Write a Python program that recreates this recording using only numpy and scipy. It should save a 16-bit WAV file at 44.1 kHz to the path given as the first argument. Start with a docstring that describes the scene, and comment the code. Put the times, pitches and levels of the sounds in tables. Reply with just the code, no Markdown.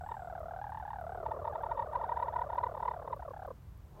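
"""Two hens resting in fallen leaves.

Close up, one hen purrs throughout: about 37 tiny gliding chirps a second, shaped by her throat.
Midway, louder, higher pips, probably the second hen's, trill over it with a low burble between them.
Behind: a thin far bird, low outdoor rumble, a soft shuffle at the end, faint ticks of the electronics."""
import sys
import numpy as np
from scipy import signal
from scipy.fft import rfft, irfft, next_fast_len
from scipy.io import wavfile
from scipy.ndimage import map_coordinates

SR = 44100
rng = np.random.default_rng(int(sys.argv[2]) if len(sys.argv) > 2 else 0)


def bounce(signal):
    """Save signal as a 16-bit WAV file at the path given by the first command-line argument."""
    frames = np.transpose(np.atleast_2d(signal))
    limited = np.clip(frames, -1, 1)
    pcm = np.round(limited * 32767).astype(np.int16)
    wavfile.write(sys.argv[1], SR, pcm)


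N = 176400
T = np.arange(N) / SR

# Purr pace. Each row: time in seconds, chirps so far.
PURR_COUNT = [(.009, 0), (.535, 20), (.877, 33), (1.227, 46), (1.657, 62), (1.776, 66), (2.239, 83),
              (2.655, 98), (3.103, 114), (3.193, 117), (3.504, 128)]
# Purr pitch. Each row: time in seconds, pitch in Hz.
PURR_PITCH_HZ = [(.01, 721), (.115, 888), (.2, 745), (.43, 646), (.51, 732), (.66, 819), (.8, 828),
                 (.825, 720), (.877, 886), (1.04, 631), (1.11, 760), (1.24, 621), (1.44, 591), (1.52, 695),
                 (1.69, 592), (1.86, 654), (2.0, 581), (2.16, 734.5), (2.25, 609.5), (2.36, 709),
                 (2.48, 581), (2.55, 682), (2.66, 573), (2.82, 631), (2.88, 559), (3.02, 757), (3.05, 544),
                 (3.16, 564), (3.221, 807), (3.278, 545), (3.306, 530), (3.335, 789), (3.445, 728),
                 (3.476, 512.5)]
# Purr unrest. Each row: time in seconds, chirp-to-chirp pitch scatter as a fraction.
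PURR_JITTER = [(1.2, .035), (1.4, .075), (3, .075), (3.1, .02)]
# Purr effort. Each row: time in seconds, level in dB.
PURR_EFFORT_DB = [(.01, -41.5), (.42, -39), (.95, -39), (1.3, -39), (2.7, -40.5), (3.163, -43),
                  (3.278, -38.5), (3.36, -42.5), (3.48, -38.5)]
# Purr chirps turn from sharp to arched. Each row: time in seconds, arch from 0 to 1, length in seconds.
PURR_SHAPE = [(1.104, 0.19, .019), (1.505, 1, 0.027), (2.913, 1, .02), (3.21, 1, 0.017)]
# The two chirp shapes. Each row: fraction of the length, pitch ratio, level in dB.
SHARP_CHIRP = [(0, 1.0, -22), (.06, 1.04, 1), (.14, 1.08, 5), (.42, .98, -1), (.66, 1.01, -1.5),
               (.88, .82, -8), (1, .68, -22)]
ARCHED_CHIRP = [(0, 0.74, -19.5), (.07, 0.917, -0.5), (.36, 1.156, 1), (.72, .9, -.5), (1, 0.69, -14)]
# Voice source. Each entry: harmonic level in dB, fundamental first.
HARMONICS_DB = [0.5, -12, -24.5, -32.5, -36.5]
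# Throat resonances. Each row: frequency in Hz, gain in dB.
THROAT_DB = [(250, -24), (480, -1.5), (700, -0.5), (900, -0.5), (1080, 9), (1280, -1), (1520, -0.5),
             (1800, -5), (2100, -10), (2600, -19.5), (3000, -11.5), (3700, -2.5), (4400, -19)]
# Pips of the trill. Each row: centre in seconds, level in dB.
PIP_NOTES = [(.1198, -28), (1.266, -28), (1.3198, -29), (1.4545, -31.5), (1.4798, -28), (1.5588, -30),
             (1.6391, -29), (1.6664, -31), (1.7189, -26.5), (1.7777, -30.5), (1.7984, -26), (1.8266, -29.5),
             (1.9346, -32), (1.9594, -25), (1.9923, -37), (2.0172, -30), (2.0434, -28.5), (2.0962, -29),
             (2.1235, -26), (2.174, -27.5), (2.2024, -30), (2.23, -25.5), (2.261, -35), (2.287, -28),
             (2.3409, -32), (2.3659, -26), (2.394, -29), (2.421, -26.5), (2.5047, -32), (2.5346, -30),
             (2.5591, -33), (2.5868, -25), (2.6133, -35), (2.6403, -25), (2.6701, -28.5), (2.7524, -34.5),
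             (2.7794, -34.5), (2.8057, -33), (2.8318, -29), (2.8581, -28.5), (2.8849, -25.5),
             (2.9155, -30.5), (2.9418, -35), (3.0799, -34), (3.1327, -28.5)]
# Late pips are higher and fall faster.
# Each row: time in seconds, pitch of a loud pip in Hz, fall per half length as a fraction.
PIP_GLIDE = [(1.3, 942.3, 0.0055), (2.4, 963.3, .015), (2.62, 977, 0.0576), (3.13, 996, 0.079)]
# Pip partials, the odd halves from period doubling. Each row: multiple of the pitch, level in dB.
PIP_PARTIALS_DB = [(.5, -23.5), (1, 0.5), (1.5, -24.5), (2, -22.5), (2.5, -39), (3, -42), (4, -41),
                   (5, -52)]
# Burble contour. Each row: time in seconds, level in dB, pitch in Hz.
BURBLE_CONTOUR = [(1.1, -48, 450), (1.25, -37.5, 409), (1.7, -48, 438), (3.06, -43.5, 521.6)]
# Far bird. Each row: start in seconds, length in seconds, pitch in Hz, level in dB, waver in Hz.
BIRD_WHISTLES = [(-.1, 0.45, 7670, -78.5, 100), (1.031, 0.16, 8000, -84, 16)]
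# Shuffle swell. Each row: time in seconds, level in dB.
SHUFFLE_LEVEL_DB = [(3.8, -79), (3.92, -66), (4, -50.5)]
# Noise spectra. Each row: frequency in Hz, relative level in dB.
RASP_SPECTRUM = [(220, -33), (430, 8), (950, 8), (1350, -5), (2400, -37.5), (3200, -23), (3650, -15.5),
                 (4300, -59), (12000, -55.5)]
RUMBLE_SPECTRUM = [(24, -31), (38, -5), (60, 1.5), (90, 0.5), (155, -8.5), (220, -19.5), (600, -52.5)]
AIR_SPECTRUM = [(300, -4.5), (670, -10.5), (1100, -9.5), (2500, -23), (4450, -28), (9500, -33.5),
                (10500, -38.5), (13000, -26), (15800, -32)]
SHUFFLE_SPECTRUM = [(100, -10.5), (400, 8), (1000, 4), (1500, -20), (9000, -37)]
TICK_SPECTRUM = [(4000, -16.5), (13000, 1.5)]


def purr(scatter_db=.7):
    """One hen's unbroken run of chirps, no two alike."""
    out = np.zeros(N)
    times_s, counts = np.transpose(PURR_COUNT)
    for start_s in np.interp(np.arange(counts[-1] + 1), counts, times_s):
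        pitch_hz, = curves(PURR_PITCH_HZ, start_s)
        effort_db, = curves(PURR_EFFORT_DB, start_s)
        jitter, = curves(PURR_JITTER, start_s)
        arch, length_s = curves(PURR_SHAPE, start_s)
        pitch_hz *= 1 + jitter * rng.uniform(-1.12, 1) * np.sqrt(3)
        gain = amp(effort_db + scatter_db * rng.normal())
        add(out, start_s, gain * chirp(pitch_hz, length_s, arch, roughness=.04))
    return out


def chirp(pitch_hz, length_s, arch, roughness, click_hz=2870, click_t60_s=.011):
    """Gliding harmonics slide through the throat's resonances; sharp chirps open with a click."""
    t = T[:1400]
    progress = t / (length_s * (1 + .05 * rng.normal()))
    sharp_bend, sharp_db = curves(SHARP_CHIRP, progress)
    arched_bend, arched_db = curves(ARCHED_CHIRP, progress)
    bow = arch * np.interp(pitch_hz, [513, 700], [0, 1])  # low chirps fall, high ones arch
    bend = sharp_bend + (arched_bend - sharp_bend) * bow
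    slope = .09 * rng.normal() - .21 * (arch - bow)
    hz = pitch_hz * bend * np.exp(slope * (progress - .5) + roughness * wobble(637, t))
    phase = 2 * np.pi * np.cumsum(hz) / SR
    tone = sum(amp(db + spectrum_db(THROAT_DB, k * hz)) * np.sin(k * phase)
               for k, db in enumerate(HARMONICS_DB, 1))
    click_gain = (1 - arch) * (pitch_hz / 700) ** 8.4
    click = click_gain * amp(-32 - 60 * t / click_t60_s) * np.sin(2 * np.pi * click_hz * t)
    envelope = amp(sharp_db + arch * (arched_db - sharp_db)) * (progress < 1)
    return envelope * (tone + click)


def pips(loud_db=-26.5, hz_per_db=6.5, loud_half_s=.0058, rasp_lead_s=.0066, rasp_half_s=.0066):
    """Short arched notes, longer and higher when louder, each starting out of a rasp."""
    tones, rasp_envelope = np.zeros(N), np.zeros(N)
    t = np.arange(-800, 800) / SR
    for centre_s, level_db in PIP_NOTES:
        loud_hz, fall = curves(PIP_GLIDE, centre_s)
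        excess_db = level_db - loud_db
        pitch_hz = loud_hz + hz_per_db * excess_db
        half_lengths = t / (loud_half_s * 2 ** (excess_db / 12.5))
        bend = -.0489 * half_lengths ** 2 - fall * half_lengths
        hz = pitch_hz * np.exp(bend + .025 * wobble(772, t))
        phase = 2 * np.pi * np.cumsum(hz) / SR
        tone = np.zeros(len(t))
        for k, partial_db in PIP_PARTIALS_DB:
            scatter_db = (k != 1) * 2 * rng.normal()
            tone += amp(partial_db + scatter_db) * np.sin(k * phase + 2 * np.pi * rng.random())
        add(tones, centre_s + t[0], amp(level_db) * np.exp(-np.abs(half_lengths) ** 2.3) * tone)
        burst = amp(-45 + .69 * excess_db) * np.exp(-np.abs(t / rasp_half_s) ** 3)
        add(rasp_envelope, centre_s + t[0] - rasp_lead_s, burst)
    return tones + rasp_envelope * noise(RASP_SPECTRUM)


def burble(beat_s=.0273, length_s=.018):
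    """Soft, low, rough chirps on the trill's beats where no pip comes."""
    out = np.zeros(N)
    pip_times_s = np.transpose(PIP_NOTES)[0]
    pip_beats = np.cumsum(np.round(np.diff(pip_times_s, prepend=pip_times_s[0]) / beat_s))
    free_beats = np.setdiff1d(np.arange(pip_beats[-1]), pip_beats)
    for centre_s in np.interp(free_beats, pip_beats, pip_times_s):
        if centre_s < BURBLE_CONTOUR[0][0]:
            continue
        level_db, pitch_hz = curves(BURBLE_CONTOUR, centre_s)
        pitch_hz *= np.exp(.08 * rng.normal())
        note = chirp(pitch_hz, length_s, arch=.85, roughness=.09)
        add(out, centre_s - length_s / 2, amp(level_db) * note)
    return out


def yard_echo(x, level_db=-21.5, t60_s=.14):
    """Weak, short reflections from trunks and walls."""
    t = T[:SR // 2]
    tail = rng.standard_normal(len(t)) * amp(-60 * t / t60_s) * (t > .003)
    return amp(level_db) * signal.fftconvolve(x, tail / np.linalg.norm(tail))[:N]


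def far_bird():
    """Thin, wavering whistles."""
    out = np.zeros(N)
    for start_s, length_s, pitch_hz, level_db, waver_hz in BIRD_WHISTLES:
        progress = np.clip((T - start_s) / length_s, 0, 1)
        swell = np.sqrt(np.abs(np.sin(np.pi * progress)))
        hz = pitch_hz + waver_hz * (wobble(25) + 3 * wobble(1500))
        out += amp(level_db) * swell * np.sin(2 * np.pi * np.cumsum(hz) / SR)
    return out


def outdoor_air(rumble_db=-51, hiss_db=-66):
    """Low, slightly wavering rumble and an even hiss."""
    rumble = amp(rumble_db + .39 * wobble(14)) * noise(RUMBLE_SPECTRUM)
    return rumble + amp(hiss_db) * noise(AIR_SPECTRUM)


def shuffle():
    """Soft shuffle on the ground, swelling at the end."""
    level_db, = curves(SHUFFLE_LEVEL_DB, T)
    return amp(level_db) * noise(SHUFFLE_SPECTRUM)


def ticks(first_s=.088, period_s=.3074, level_db=-59.5, t60_s=.0089):
    """Faint, regular, high ticks of the electronics."""
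    age_s = (T - first_s) % period_s
    return amp(level_db - 60 * age_s / t60_s) * noise(TICK_SPECTRUM)


def amp(db):
    """Decibels to gain."""
    return 10 ** (np.asarray(db) / 20)


def spectrum_db(spectrum, hz):
    """Level at hz, interpolated on a log frequency axis."""
    knots_hz, levels_db = np.transpose(spectrum)
    return np.interp(np.log(hz + 1), np.log(knots_hz + 1), levels_db)


def curves(rows, at):
    """Each later column, interpolated along the first."""
    knots, *columns = np.transpose(rows)
    return [np.interp(at, knots, column) for column in columns]


def wobble(rate_hz, t=T):
    """Smooth random curve, rate_hz knots a second."""
    return map_coordinates(rng.standard_normal(4096), [(t - t[0]) * rate_hz + 2], mode="wrap")


def noise(spectrum):
    """Coloured noise of rms 1."""
    size = next_fast_len(N + 8192)
    gain = amp(spectrum_db(spectrum, np.fft.rfftfreq(size, 1 / SR)))
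    x = irfft(rfft(rng.standard_normal(size)) * gain, size)[:N]
    return x / x.std()


def add(out, start_s, x):
    """Mix x into out from start_s."""
    i = int(round(start_s * SR))
    part = x[max(-i, 0):max(N - i, 0)]
    out[max(i, 0):max(i, 0) + len(part)] += part


def scene():
    """The hens in their yard, mono."""
    hens = purr() + burble() + pips()
    return (hens + yard_echo(hens) + far_bird() + outdoor_air() + shuffle() + ticks())[None]


def record(dry, cutoff_hz=15850):
    """Brick-wall low-pass."""
    size = next_fast_len(N + 8192)
    passband = np.fft.rfftfreq(size, 1 / SR) < cutoff_hz
    return irfft(rfft(dry, size) * passband, size)[..., :N]


dry = scene()
out = record(dry)
bounce(out)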